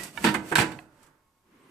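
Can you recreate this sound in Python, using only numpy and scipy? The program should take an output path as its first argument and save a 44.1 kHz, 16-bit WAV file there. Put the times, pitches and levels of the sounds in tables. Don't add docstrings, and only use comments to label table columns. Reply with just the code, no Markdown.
import sys
import numpy as np
from scipy import signal
from scipy.fft import rfft, irfft
from scipy.io import wavfile
from scipy.ndimage import uniform_filter1d

SR = 44100
rng = np.random.default_rng(int(sys.argv[2]) if len(sys.argv) > 2 else 0)


def pcm_store(signal):
    levels = np.round(np.clip(np.atleast_2d(signal), -1, 1) * 32767)
    wavfile.write(sys.argv[1], SR, levels.astype(np.int16).T)


N = 74970
T = np.arange(N) / SR
CUTOFF_HZ, PANEL_PAN_DB = 15200, -2.5

# (time [s], thud [dB], thud centre [Hz], clack [dB], clack low-pass [Hz], tick [dB],
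# clack left-right [dB])
KNOCKS = [ (0.034, -44, 245.4, -53.5, 3040, -31, 5), (0.2417, -16.5, 300, -18.5, 5040, -26.5, -7),
          (0.246, -21.5, 250, -17, 3970, -26.5, -4.5), (0.2622, -20, 220, -20.5, 4900, -33, -7),
          (0.2703, -27, 220, -18.5, 4040, -35.5, -9), (.2875, -24, 230, -22, 5000, -38, -9.5),
          (0.341, -39, 250, -23, 2230, -31.5, -7), (.3450, -25, 250, -20, 2500, -38, -10),
          (.3530, -27, 200.7, -32.5, 4000, -38.5, -18), (0.5155, -20.5, 350, -26, 1900, -41.5, -3.5),
          (0.5233, -31.5, 355.5, -20, 1650, -37.5, -9.5), (0.5545, -39.5, 302.6, -16, 5830, -23, -4.5),
          (0.568, -19.5, 170, -22.5, 4920, -25, -7), (0.582, -18.5, 170, -15.5, 3000, -23.5, -8.5),
          (0.588, -29, 195.2, -15.5, 5940, -27.5, -12.5), (0.5989, -14, 137, -22.5, 5000, -25, -9.5),
          (0.61, -27.5, 132.2, -23, 4500, -30.5, 1), (0.6204, -23, 125.3, -19, 2500, -32.5, -24),
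          (0.717, -40.5, 141.5, -38, 4070, -47.5, -10), (1.03, -76.5, 150, -62, 8000, -54, -5),
          (1.065, -59, 150, -64.5, 6000, -58.5, -20)]
# (frequency [Hz], level at first spot [dB], level at second spot [dB], t60 [s])
PANEL_MODES = [(99.3, -19, -20.5, .45), (146.6, -12.5, -6, 0.63), (164.6, -11, -8, 0.24),
               (206.7, -1, -15, 0.33), (247.3, -5.5, -12, 0.14), (315, -1.5, -3.5, 0.51),
               (329, -8, -2, 0.39), (355.2, -2.5, -5.5, .14), (457.6, -5, -5.5, 0.17),
               (491.5, -15.5, -8, .28)]
# (frequency [Hz], level [dB], t60 [s])
PART_MODES = [(743, -17, 0.23), (864, -12, 0.19), (948, -9.5, 0.18), (1305, -15.5, 0.084),
              (1513, -12, 0.079), (1543, -5, 0.063), (1670, -12, 0.028), (1783, -13.5, 0.13),
              (2370, -14.5, 0.09), (2540, -9.5, 0.07), (3370, -18, 0.081), (3960, -15.5, .09)]
FITTING_MODES = [(650, -12, 0.05), (925, -4, 0.12), (1360, -6.5, 0.038), (1456, -8.5, 0.09),
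                 (1740, -1, 0.053), (2270, -2, 0.061), (2780, -11, 0.039), (2980, -8.5, 0.035),
                 (3680, -9, 0.026)]
# (frequency [Hz], relative density [dB])
PANEL_WASH = [(25, -30), (60, -10), (90, -12.5), (140, -0.5), (340, -4.5), (470, -9), (700, -8.5),
              (1500, -49)]
PART_WASH = [(200, -28), (600, -8.5), (900, 1.5), (1200, -3.5), (1600, 2), (2500, -3.5), (4100, -8),
             (5500, -14.5), (14000, -25)]
TICK_SPECTRUM = [(1000, -21), (3000, -11), (6300, -0.5), (7800, 4), (9500, -1), (12000, -4.5), (15000, -16)]
# (time [s], frequency [Hz], level [dB], t60 [s], left-right [dB])
POCKS = [(0.242, 337, -18.5, 0.13, -1.5), (0.2481, 1717, -18, 0.026, -5), (.3450, 988, -22, 0.055, -7),
         (0.5231, 1585, -17, 0.036, -14), (0.5559, 3854, -11, 0.013, -1), (0.5576, 1594, -2.5, 0.021, -15),
         (.5830, 917, -13, 0.022, -5.5), (0.5890, 2432, -11.5, 0.021, -11),
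         (.7915, 711, -43.5, 0.063, -4.5)]
# (time [s], level [dB], pitch [ratio], t60 [ratio])
TAPS = [(0.1747, -27, 1, 1), (.7890, -34, 1.142, 0.34)]
# (time [s], frequency [Hz], level [dB], t60 [s])
RODS = [(0, 1940, -37.5, .27), (.556, 587, -56, 1.5), (0.558, 890, -64, 2.8), (.556, 1430, -54, 1.1)]
# (time [s], level [dB])
SCRAPE_LEVEL = [(.04, -41), (.08, -47), (.125, -57), (.17, -48), (.21, -46.5), (.24, -37.5), (.30, -40),
                (.40, -71), (.45, -53), (.505, -42.5), (.56, -69.5), (.70, -67.5), (.80, -60), (.88, -77.5),
                (.99, -68.5), (1.04, -62.5), (1.12, -84)]
RUMBLE_LEVEL = [(0, -43.5), (.14, -57.5), (.205, -43), (.3, -36), (.42, -43), (.49, -44.5), (.7, -41),
                (.83, -57.5), (.9, -63), (1.25, -79)]
SWISH_LEVEL = [(.8, -69.5), (1.07, -61), (1.2, -71), (1.3, -87.5)]
RUSTLE_LEVEL = [(1.4, -86), (1.46, -70), (1.54, -61), (1.7, -57)]
TONE_LEVEL = [(1.1, -100), (1.2, -76.5), (1.29, -72.5), (1.33, -83), (1.38, -72), (1.5, -97)]
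# (frequency [Hz], relative density [dB])
SCRAPE_SPECTRUM = [(400, -8), (900, 6), (2600, 5), (4200, -0.5), (6000, -1.5), (7900, 2), (9500, -2.5),
                   (14500, -7)]
SWISH_SPECTRUM = [(200, -1.5), (560, -3), (720, -11.5), (900, -2), (1450, -1), (3000, -19.5), (8000, -32.5)]
RUSTLE_SPECTRUM = [(40, -24), (150, -3), (290, 4), (480, -4), (750, -16.5), (1050, -3), (1400, -11.5),
                   (2100, -10.5), (3200, -18), (5000, -26.5), (14000, -32)]
AIR_SPECTRUM = [(40, -2.5), (130, -2), (300, -9.5), (600, -16.5), (950, -6.5), (2200, -19), (14500, -22)]
# (time [s], frequency [Hz], level [dB])
SQUEAK_GLIDE = [(1.57, 7600, -89.5), (1.615, 8150, -82.5), (1.635, 8470, -69), (1.655, 8600, -80),
                (1.7, 10600, -76)]
# (frequency [Hz], t60 [s], level [dB])
ROOM_BANDS = [(120, 0.62, -13), (390, 0.31, -10), (900, 0.5, -8.5), (3000, 0.24, -9), (8000, 0.39, -8.5),
              (14000, 0.17, -16)]
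# (frequency [Hz], left-right correlation [ratio])
COHERENCE = [(60, 0.91), (250, 0.94), (500, .8), (1000, 0.47), (3000, 0.087), (12000, 0.47)]


def from_db(db):
    return 10 ** (np.asarray(db) / 20)


def unit_rms(x):
    return x / np.sqrt(np.mean(x ** 2) + 1e-20)


def envelope(rows):
    return from_db(np.interp(T, *np.transpose(rows)))


def at_hz(rows, hz, column=1):
    rows = np.array(rows)
    return np.interp(np.log(hz + 1), np.log(rows[:, 0]), rows[:, column])


def pan(db):
    return unit_rms(from_db(np.array([[db / 2], [-db / 2]])))


def decay(t, t60_s):
    return (t >= 0) * np.exp(-np.log(1000) * np.maximum(t, 0) / max(t60_s, .001))


def attack(t, rise_s):
    return 1 - np.exp(-np.maximum(t, 0) / rise_s)


def noise(spectrum, source=None):
    mid, side = rfft(rng.standard_normal((2, N)) if source is None else source)
    hz = np.arange(len(mid)) * SR / N
    coherence = np.clip(at_hz(COHERENCE, hz), -1, 1)
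    stereo = np.sqrt(1 + coherence) * mid + np.sqrt(1 - coherence) * side * np.array([[1], [-1]])
    return unit_rms(irfft(stereo * from_db(at_hz(spectrum, hz)), N))


def ring(modes, t, vary_db, width_rad):
    out, live = np.zeros((2, N)), (t >= 0) & (t < .5)
    for k, (hz, db, t60_s) in enumerate(modes):
        phase = width_rad * rng.standard_normal() * np.array([[1], [-1]])
        gain = (-1) ** k * from_db(db + vary_db * rng.standard_normal())
        out[:, live] += gain * decay(t[live], t60_s) * np.sin(2 * np.pi * hz * t[live] + phase)
    return out


def favour(rows, centre_hz, fall_db_per_octave=4):
    return [(hz, db - fall_db_per_octave * abs(np.log2(hz / centre_hz)), *rest) for hz, db, *rest in rows]


def knocks(second_spot_s=.5):
    out = np.zeros((2, N))
    for start_s, thud_db, centre_hz, clack_db, lowpass_hz, tick_db, pan_db in KNOCKS:
        t = T - start_s
        out += from_db(thud_db) * thud(t, centre_hz, spot=int(start_s > second_spot_s))
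        out += from_db(clack_db) * clack(t, lowpass_hz) * pan(pan_db)
        out += from_db(tick_db) * tick(t)
    return out


def thud(t, centre_hz, spot):
    rows = [(hz, spot_db[spot], t60_s) for hz, *spot_db, t60_s in PANEL_MODES]
    modes = from_db(-6.5) * ring(favour(rows, centre_hz), t, vary_db=0, width_rad=.079)
    wash = from_db(-9.5) * noise(favour(PANEL_WASH, centre_hz)) * decay(t, t60_s=.13)
    return (modes + wash) * attack(t, rise_s=.001) * pan(PANEL_PAN_DB)


def clack(t, lowpass_hz):
    modes = from_db(-3.5) * ring(PART_MODES, t, vary_db=1, width_rad=.75)
    wash = from_db(-1.5) * noise(PART_WASH) * decay(t, t60_s=.11)
    lowpass = signal.butter(2, min(lowpass_hz, CUTOFF_HZ), fs=SR, output="sos")
    return signal.sosfilt(lowpass, (modes + wash) * attack(t, rise_s=.00051))


def tick(t):
    crack = from_db(-4.5) * decay(t, t60_s=.0042)
    tail = from_db(-5) * decay(t, t60_s=.09)
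    return noise(TICK_SPECTRUM) * (crack + tail) * pan(-6.5)


def pocks():
    out = 0
    for start_s, hz, db, t60_s, pan_db in POCKS:
        t = T - start_s
        wall = ring([(hz, 0, t60_s)], t, vary_db=1.5, width_rad=.3)
        out += from_db(db) * wall * attack(t, rise_s=.0007) * pan(pan_db)
    return out


def taps():
    out = 0
    for start_s, db, pitch_ratio, t60_ratio in TAPS:
        t = T - start_s
        modes = [(hz * pitch_ratio, mode_db, t60_s * t60_ratio) for hz, mode_db, t60_s in FITTING_MODES]
        out += from_db(db) * ring(modes, t, vary_db=2, width_rad=.26) * attack(t, rise_s=.00054)
    return out * pan(-11.5)


def ripple(x, depth_db=3.5, spacing_hz=110.4):
    size = 2 * N
    hz = np.arange(N + 1) * SR / size
    peaks = np.interp(hz / spacing_hz, np.arange(N), rng.standard_normal(N))
    db = depth_db * peaks * np.interp(hz, [2000, 4000], [0, 1])
    cepstrum = irfft(np.log(from_db(db)), size)
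    response = np.exp(rfft(2 * cepstrum * (np.arange(size) < N)))
    return irfft(rfft(x, size) * response, size)[:, :N]


def scrape(slips_per_s=21000, spread_db=3.5):
    sizes = from_db(spread_db * np.minimum(rng.exponential(1, (2, N)), 5))
    signs = rng.choice([-1, 1], (2, N))
    slips = sizes * signs * (rng.random((2, N)) < slips_per_s / SR)
    hiss = envelope(SCRAPE_LEVEL) * noise(SCRAPE_SPECTRUM, slips) * pan(-6.5)
    rumble = envelope(RUMBLE_LEVEL) * noise(PANEL_WASH) * pan(PANEL_PAN_DB)
    return hiss + rumble


def rods():
    return sum(from_db(db) * decay(T - start_s, t60_s) * np.sin(2 * np.pi * hz * (T - start_s))
               for start_s, hz, db, t60_s in RODS) * pan(-11.5)


def rustle():
    return envelope(RUSTLE_LEVEL) * noise(RUSTLE_SPECTRUM) * pan(-1.5)


def swish():
    return envelope(SWISH_LEVEL) * noise(SWISH_SPECTRUM) * pan(-5.5)


def squeak(waver_rms_hz=150):
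    times_s, hz, db = np.transpose(SQUEAK_GLIDE)
    waver_hz = waver_rms_hz * unit_rms(uniform_filter1d(rng.standard_normal(N), size=30))
    phase = 2 * np.pi * np.cumsum(np.interp(T, times_s, hz) + waver_hz) / SR
    return (T > times_s[0]) * from_db(np.interp(T, times_s, db)) * np.sin(phase)


def tone(hz=1092, octave_db=-11):
    phase = 2 * np.pi * hz * T
    return envelope(TONE_LEVEL) * (np.sin(phase) + from_db(octave_db) * np.sin(2 * phase))


def room(x, delay_s=.007):
    edges_hz, response = np.geomspace(50, CUTOFF_HZ, 11), 0
    for low_hz, high_hz in zip(edges_hz, edges_hz[1:]):
        hz = np.sqrt(low_hz * high_hz)
        fade = decay(T - delay_s, at_hz(ROOM_BANDS, hz))
        tail = noise([(low_hz, 0), (high_hz, 0)]) * fade / np.sqrt(np.sum(fade ** 2))
        bandpass = signal.butter(2, [low_hz, high_hz], "band", fs=SR, output="sos")
        response += from_db(at_hz(ROOM_BANDS, hz, column=2)) * signal.sosfilt(bandpass, tail)
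    return signal.fftconvolve(x.mean(axis=0)[None], response, axes=1)[:, :N] * pan(-6.5)


def air():
    return from_db(-72.5) * noise(AIR_SPECTRUM) * pan(-1.5)


def scene():
    clatter, clicks = knocks(), taps() + pocks()
    background = rustle() + swish() + tone() + air()
    reverb = room(clatter + from_db(-5.5) * clicks)
    return ripple(clatter + clicks + reverb + scrape()) + rods() + squeak() + background


def record(dry):
    lowpass = signal.cheby2(12, 40, CUTOFF_HZ, fs=SR, output="sos")
    return signal.sosfiltfilt(lowpass, np.clip(dry, -1, 1))


dry = scene()
out = record(dry)
pcm_store(out)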